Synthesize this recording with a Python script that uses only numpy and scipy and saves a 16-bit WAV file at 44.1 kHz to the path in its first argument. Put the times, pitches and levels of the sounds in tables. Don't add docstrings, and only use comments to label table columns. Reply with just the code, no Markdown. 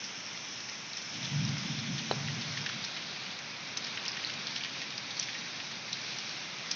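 import sys
import numpy as np
from scipy import signal
from scipy.io import wavfile
from scipy.ndimage import uniform_filter1d

SR = 44100
rng = np.random.default_rng(int(sys.argv[2]) if len(sys.argv) > 2 else 0)


def int16_out(signal):
    q = np.round(np.clip(np.atleast_2d(signal).T, -1, 1) * 32767)
    wavfile.write(sys.argv[1], SR, q.astype(np.int16))


N = 297675

# (t/s, wash level/dB, 2.7-3.8 kHz level/dB, 3.8-5 kHz sizzle level/dB, spray above 5 kHz level/dB)
RAIN_LEVELS = [(0.0, -46, -51, -52.5, -45), (0.5, -47, -50.5, -50.5, -44), (0.98, -47, -52.5, -51, -44),
               (1.3, -45, -48, -49, -43.5), (1.6, -44.5, -47.5, -47, -44), (1.88, -45.5, -47.5, -50, -44.5),
               (2.25, -44.5, -49.5, -46, -43.5), (2.6, -44, -48.5, -46.5, -45), (3.1, -45, -49, -44.5, -48),
               (3.6, -46, -52, -49, -50), (4.12, -43.5, -49, -45, -47.5), (4.7, -45, -49.5, -46, -47.5),
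               (5.3, -45, -51, -46, -47), (5.8, -46, -52.5, -47.5, -48.5),
               (6.11, -44.5, -48.5, -44.5, -45.5), (6.45, -45.5, -50.5, -47, -47.5),
               (6.75, -45, -50, -46.5, -47.5)]
# (f/Hz, density level/dB per Hz)
RAIN_COLOUR = [(60, -22.5), (122, 1.5), (210, 1.5), (420, -6.5), (850, -4.5), (1150, -5), (1500, -3),
               (2000, -2.5), (2300, 2), (2700, -1.5), (2950, -7), (3250, -5.5), (3900, -2.5), (4500, -6),
               (4800, -5.5), (5150, 1.5), (5450, 5), (5800, 0.5), (6100, 1.5), (8000, -4.5)]
RAIN_PART_EDGES_HZ = [450, 2700, 3800, 5000]
ROAR_DB, PATTER_DB = -8, -8.5

# (t/s, energy level/dB, low edge f/Hz, high edge f/Hz)
EAVES_SPLASHES = [(0.0397, -57, 4600, 6300), (0.2627, -67, 5000, 5950), (0.6877, -58.5, 4660, 6130),
                  (0.9682, -57, 5260, 6200), (1.0156, -62, 3500, 6000), (1.2281, -58.5, 2690, 4080),
                  (1.25, -57.5, 2500, 4330), (1.4496, -63, 4820, 6200), (1.4865, -58, 4560, 6000),
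                  (1.5803, -57.5, 5000, 6200), (1.7888, -61, 3170, 4250), (1.9802, -54.5, 2630, 4200),
                  (2.2737, -57, 1690, 3500), (2.4109, -56, 2110, 5460), (2.5716, -57, 1730, 4000),
                  (2.6605, -55, 1500, 3320), (2.6897, -58, 1420, 5030), (2.8397, -55.5, 3600, 5830),
                  (2.9637, -57.5, 2040, 4060), (3.2615, -60, 2200, 3500), (3.7703, -52, 4900, 6760),
                  (3.8404, -57, 4470, 5600), (3.867, -58, 1930, 5750), (3.9715, -56, 1900, 3300),
                  (4.0507, -55.5, 2570, 5670), (4.0791, -56, 4260, 5600), (4.116, -65, 4260, 5750),
                  (4.1683, -57, 1530, 3310), (4.2288, -57, 2050, 2900), (4.251, -60, 4050, 4460),
                  (4.264, -61, 4000, 4460), (4.2956, -56.5, 2050, 4170), (4.4696, -56.5, 1750, 4530),
                  (4.557, -54, 3300, 6000), (4.575, -64, 1800, 3020), (4.605, -58, 2210, 3430),
                  (4.6333, -60, 3500, 5600), (4.6465, -55, 1860, 3300), (4.816, -57, 2030, 5250),
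                  (4.9038, -61.5, 1800, 4000), (4.9775, -59, 3800, 5530), (5.1053, -59, 3020, 4400),
                  (5.167, -61, 3000, 5570), (5.1925, -52, 3000, 6630), (5.2256, -55.5, 3300, 6000),
                  (5.283, -58.5, 1680, 2580), (5.291, -61, 2500, 4770), (5.3455, -59.5, 1600, 2600),
                  (5.5977, -58.5, 1800, 3500), (5.931, -57, 3500, 4500), (6.1845, -58.5, 3420, 5940),
                  (6.711, -52, 3000, 6400)]
SPLASH_T60_S = 0.068
SNAP_DB, SNAP_T60_S = 5.5, 0.012
SMALL_SPLASH_COUNT, SMALL_SPLASH_DB, SMALL_SPREAD_DB = 12, -66, 7
SMALL_LOW_HZ, SMALL_HIGH_HZ = (1800, 3500), (4200, 6000)
PLOP_HZ, PLOP_DB, PLOP_T60_S = 1894, -38.5, 0.069

# (crest t/s, peak level/dB, f/Hz, width of each of three resonances/Hz)
DROPLET_TICKS = [(0.264, -28.5, 5440, 1200), (1.4504, -23, 5460, 1600), (1.7896, -28, 3750, 1500),
                 (2.574, -29, 1870, 500), (2.6632, -29, 1640, 800), (2.665, -29, 2650, 1000),
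                 (2.667, -31.5, 1900, 450), (2.6625, -26, 3600, 1500), (2.6682, -33, 2630, 900),
                 (2.692, -30, 3300, 1500), (2.697, -30.5, 1480, 900), (2.8403, -26, 4000, 1674),
                 (3.773, -27, 5430, 2055.0), (3.773, -24, 3760, 1630), (3.775, -24.5, 5800, 870.0),
                 (3.777, -24, 5530, 1455.0), (3.974, -27.5, 1800, 900), (3.9753, -32, 2750, 900),
                 (4.053, -27, 3600, 2200), (4.061, -30, 2910, 1100), (4.0809, -19, 5100, 2000),
                 (4.0856, -24.5, 5180, 990.0), (4.1179, -27, 5210, 1125.0), (4.248, -20, 4200, 940),
                 (4.47, -26.5, 5050, 1275.0), (4.4703, -30, 3940, 1035.0), (4.5635, -20.5, 2970, 1665.0),
                 (4.5627, -28, 5300, 1500), (4.5687, -30, 5100, 1410.0), (4.6353, -29, 4600, 1200),
                 (4.6372, -26, 3100, 900), (4.6472, -27, 3300, 1800), (4.905, -32, 4000, 2000),
                 (4.924, -33, 3000, 1500), (4.9795, -21, 4630, 1300), (5.168, -30, 4700, 1200),
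                 (5.177, -29, 4700, 1500), (5.1932, -26, 4600, 1695.0), (5.195, -29, 3200, 1500),
                 (5.196, -26, 5540, 1215.0), (5.197, -17, 5810, 1065.0), (5.23, -27, 5300, 1500),
                 (5.346, -32, 3300, 2000), (5.9288, -33, 2800, 1200), (5.9296, -22, 5650, 1190),
                 (5.9314, -23.5, 3900, 700), (6.1867, -24, 5530, 1995.0), (6.7114, -25, 5490, 1400),
                 (6.7128, -22, 4960, 800), (6.7145, -17.5, 5620, 1400), (6.718, -26, 5120, 1000),
                 (6.721, -29, 5200, 1000)]

# (crest t/s, crest level/dB, hold/s)
BOOM_SWELLS = [(1.16, -51, 0.11), (1.26, -46, 0.022), (1.345, -36, .02), (1.39, -34, 0.028),
               (1.47, -33.5, 0.021), (1.515, -36.5, 0.014), (1.61, -48, .02), (1.7, -42, 0.12),
               (1.91, -41.5, 0.044), (2.14, -39.5, 0.018), (2.22, -38, 0.019), (2.3, -40, 0.044),
               (2.38, -46, 0.0089), (2.5, -43.5, 0.0081), (2.59, -45, 0.022), (2.7, -51.5, 0.039),
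               (2.82, -52.5, 0.032), (3.01, -52.5, 0.016), (3.19, -57, 0.021)]
BOOM_RISE_DB_PER_S, BOOM_FALL_DB_PER_S = 226, 161.5
# (crest t/s, crest level/dB, hold/s)
GROWL_SWELLS = [(1.17, -47.5, 0.14), (1.375, -38.5, 0.026), (1.47, -41.5, 0.042), (1.66, -39.5, 0.04),
                (1.88, -39, 0.022), (2.09, -42.5, 0.032), (2.25, -45, .08), (2.39, -45, 0.016),
                (2.48, -57, .02), (2.58, -53, 0.034), (2.76, -52, 0.034)]
GROWL_RISE_DB_PER_S, GROWL_FALL_DB_PER_S = 140, 99
BOOM_HZ, BOOM_WIDTH_HZ = 143.2, 23
GROWL_HZ, GROWL_WIDTH_HZ = 196.7, 100
UNDER_HZ, UNDER_WIDTH_HZ, UNDER_DB = 112, 31, -7.5
DISTANCE_CUT_HZ = 333

# (click level/dB before softening, f/Hz, t60/s, contact softness width/Hz)
KNOCK_MODES = [(-7, 680, 0.0046, 1350), (-17, 460, 0.009, 470), (-26, 1200, 0.005, 1300),
               (-26, 1700, 0.0045, 1600), (-20.5, 2900, 0.005, 1500), (-26, 4550, 0.0036, 1500),
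               (-28, 6600, 0.005, 1200), (-17.5, 4020, 0.0073, 900)]
KNOCK_MODE_DELAYS_S = [0, 0, 0, .0002, .0002, .0008, .0005, .0027]
# (delay t/s, relative level/dB)
KNOCK_RETURNS = [(.006, -20), (.010, -17), (0.015, -18), (0.02, -24), (.024, -22)]
KNOCK_S, KNOCK_CUT_HZ = 2.112, 250

PORCH_T60_S, PORCH_DB = 0.54, -12
BASS_CUT_HZ, TREBLE_CUT_HZ, LEAK_DB, LEAK_CUT_HZ, CUTOFF_HZ = 80, 6260, -33.5, 7960, 8400


def from_db(db):
    return 10 ** (np.asarray(db) / 20)


def rms_one(x):
    return x / np.sqrt(np.mean(x ** 2) + 1e-20)


def in_time(rows):
    s, *columns = np.transpose(rows)
    return [np.interp(np.arange(N) / SR, s, column) for column in columns]


def butter(x, hz, kind, order):
    return signal.sosfilt(signal.butter(order, hz, kind, fs=SR, output="sos"), x)


def drift(pole_hz):
    step = 40
    r = np.exp(-2 * np.pi * step * pole_hz / SR)
    coarse = rng.standard_normal(N // step + 2002)
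    slow = signal.lfilter([1], [1, -2 * r, r * r], coarse)[2000:]
    return np.interp(np.arange(N) / step, np.arange(len(slow)), rms_one(slow))


def resonance(x, hz, width_hz):
    r = np.exp(-np.pi * width_hz / SR)
    poles = [1, -2 * r * np.cos(2 * np.pi * hz / SR), r * r]
    return signal.lfilter([(1 - r * r) / 2, 0, (r * r - 1) / 2], poles, x)


def ring(clicks, hz, t60):
    r = from_db(-60 / (t60 * SR))
    w = 2 * np.pi * hz / SR
    return signal.lfilter([0, np.sin(w)], [1, -2 * r * np.cos(w), r * r], clicks + 1e-18)


def click(s, db):
    x = np.zeros(N)
    x[round(s * SR)] = from_db(db)
    return x


def wash(parts_db, patchy_db, flicker_db):
    parts = np.zeros((5, N))
    together = drift(5)
    edges = 50 * 2 ** (np.arange(45) / 6)
    white = rng.standard_normal((2, N + 4000))
    hz, db = np.transpose(RAIN_COLOUR)
    for k, (low, high) in enumerate(zip(edges, edges[1:])):
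        centre = np.sqrt(low * high)
        movement = min(centre / 3000, 1)
        grain_db = movement * (patchy_db * together + flicker_db * drift(15))
        band = butter(white[k % 2], [low, high], "band", order=3)[-N:]
        colour_db = np.interp(np.log(centre), np.log(hz), db)
        parts[np.searchsorted(RAIN_PART_EDGES_HZ, centre)] += band * from_db(colour_db + grain_db)
    return sum(from_db(level_db) * rms_one(part) for level_db, part in zip(parts_db, parts))


def patter(level_db, per_s, spread_db, t60, low_hz, high_hz, share, count=10):
    born = rng.random(N) < per_s * from_db(3 * drift(3)) / SR
    sizes = born * from_db(spread_db * np.minimum(rng.exponential(1, N), 4))
    dealt = rng.integers(0, count, N)
    spray = rng.standard_normal(N)
    fade = from_db(-60 / (t60 * SR))
    out = 0
    for k, hz in enumerate(np.geomspace(low_hz, high_hz, count)):
        puffs = spray * signal.lfilter([1], [1, -fade], sizes * (dealt == k) + 1e-18)
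        out = out + resonance(puffs, hz, share * hz)
    return from_db(level_db) * rms_one(out)


def small_splashes():
    when, size, low, high = rng.random((SMALL_SPLASH_COUNT, 4)).T
    levels_db = SMALL_SPLASH_DB + SMALL_SPREAD_DB * (2 * size - 1)
    low_hz = np.interp(low, [0, 1], SMALL_LOW_HZ)
    high_hz = np.interp(high, [0, 1], SMALL_HIGH_HZ)
    return list(zip(when * N / SR, levels_db, low_hz, high_hz))


def splashes(spatter_db, rise_s, crack_db, crack_t60):
    out = np.zeros(N + 9000)
    t = np.arange(9000) / SR
    rows = [*EAVES_SPLASHES, *small_splashes()]
    chance = rng.standard_normal((len(rows), 2, len(t)))
    decay = from_db(-60 * t / SPLASH_T60_S) + from_db(SNAP_DB - 60 * t / SNAP_T60_S)
    envelope = (1 - np.exp(-t / rise_s)) * decay
    for (s, db, low_hz, high_hz), (noise, lump) in zip(rows, chance):
        lumpy = from_db(spatter_db * np.repeat(lump, 50)[:len(t)])
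        burst = butter(noise * lumpy * envelope, [low_hz, high_hz], "band", order=2)
        crack = butter(lump * from_db(-60 * t / crack_t60), [1800, 6500], "band", order=2)
        burst += from_db(crack_db) * crack * np.abs(burst).max() / np.abs(crack).max()
        unit_energy = burst / np.sqrt(np.sum(burst ** 2) / SR)
        out[round(s * SR):][:len(t)] += from_db(db) * unit_energy
    return out[:N]


def plop(eaves):
    return from_db(PLOP_DB) * ring(eaves, PLOP_HZ, PLOP_T60_S)


def ticks():
    out = np.zeros(N + 500)
    impulse = np.eye(1, 500)[0]
    for s, db, hz, width_hz in DROPLET_TICKS:
        tick = impulse
        for _ in range(3):
            tick = resonance(tick, hz, width_hz)
        height = np.abs(tick)
        start = round(s * SR) - height.argmax()
        out[start:][:len(tick)] += from_db(db) * tick / height.max()
    return out[:N]


def swells(rows, rise_db_per_s, fall_db_per_s):
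    t = np.arange(N) / SR
    power = 0
    for s, db, hold in rows:
        rise_db = rise_db_per_s * np.maximum(s - t, 0)
        fall_db = fall_db_per_s * np.maximum(t - s - hold, 0)
        power = power + from_db(db - rise_db - fall_db) ** 2
    return np.sqrt(power)


def rumble(hz, width_hz):
    band = resonance(resonance(rng.standard_normal(N), hz, width_hz), hz, width_hz)
    band = butter(band, DISTANCE_CUT_HZ, "low", order=6)
    local_rms = np.sqrt(uniform_filter1d(band ** 2, size=3000) + 1e-12)
    return rms_one(band / local_rms ** 0.5)


def thunder():
    boom = rumble(BOOM_HZ, BOOM_WIDTH_HZ)
    growl = rumble(GROWL_HZ, GROWL_WIDTH_HZ)
    undertone = from_db(UNDER_DB) * rumble(UNDER_HZ, UNDER_WIDTH_HZ)
    boom_gain = swells(BOOM_SWELLS, BOOM_RISE_DB_PER_S, BOOM_FALL_DB_PER_S)
    growl_gain = swells(GROWL_SWELLS, GROWL_RISE_DB_PER_S, GROWL_FALL_DB_PER_S)
    return boom_gain * (boom + undertone) + growl_gain * growl


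def knock():
    out = 0
    for delay, (db, hz, t60, soft_hz) in zip(KNOCK_MODE_DELAYS_S, KNOCK_MODES):
        s = KNOCK_S + delay
        blows = click(s, db)
        for lag, echo_db in KNOCK_RETURNS:
            blows += click(s + lag, db + echo_db)
        out = out + resonance(ring(-blows, hz, t60), hz, soft_hz)
    return butter(out, KNOCK_CUT_HZ, "high", order=2)


def porch(x):
    t = np.arange(SR // 2) / SR
    tail = rng.standard_normal(len(t)) * from_db(-60 * t / PORCH_T60_S) * (t > .003)
    return signal.fftconvolve(x, tail / np.sqrt(np.sum(tail ** 2)))[:N]


def scene():
    wash_db, upper_db, sizzle_db, spray_db = in_time(RAIN_LEVELS)
    parts_db = [wash_db + ROAR_DB, wash_db, upper_db, sizzle_db, spray_db]
    far_rain = wash(parts_db, patchy_db=.5, flicker_db=1.24)
    drops = patter(wash_db + PATTER_DB, per_s=140, spread_db=5.5, t60=0.021,
                   low_hz=1800, high_hz=6200, share=0.46)
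    eaves = splashes(spatter_db=6.0, rise_s=0.003, crack_db=-5, crack_t60=0.052)
    near = drops + eaves + plop(eaves) + ticks() + knock()
    far = far_rain + thunder()
    mono = near + from_db(PORCH_DB) * porch(near) + far
    return np.array([mono, mono])


def record(dry):
    x = butter(dry, BASS_CUT_HZ, "high", order=3)
    body = butter(x, TREBLE_CUT_HZ, "low", order=20)
    shelf = from_db(LEAK_DB) * butter(x, LEAK_CUT_HZ, "low", order=30)
    final_cut = signal.cheby2(14, 40, CUTOFF_HZ, fs=SR, output="sos")
    return signal.sosfilt(final_cut, body + shelf)


dry = scene()
out = record(dry)
int16_out(out)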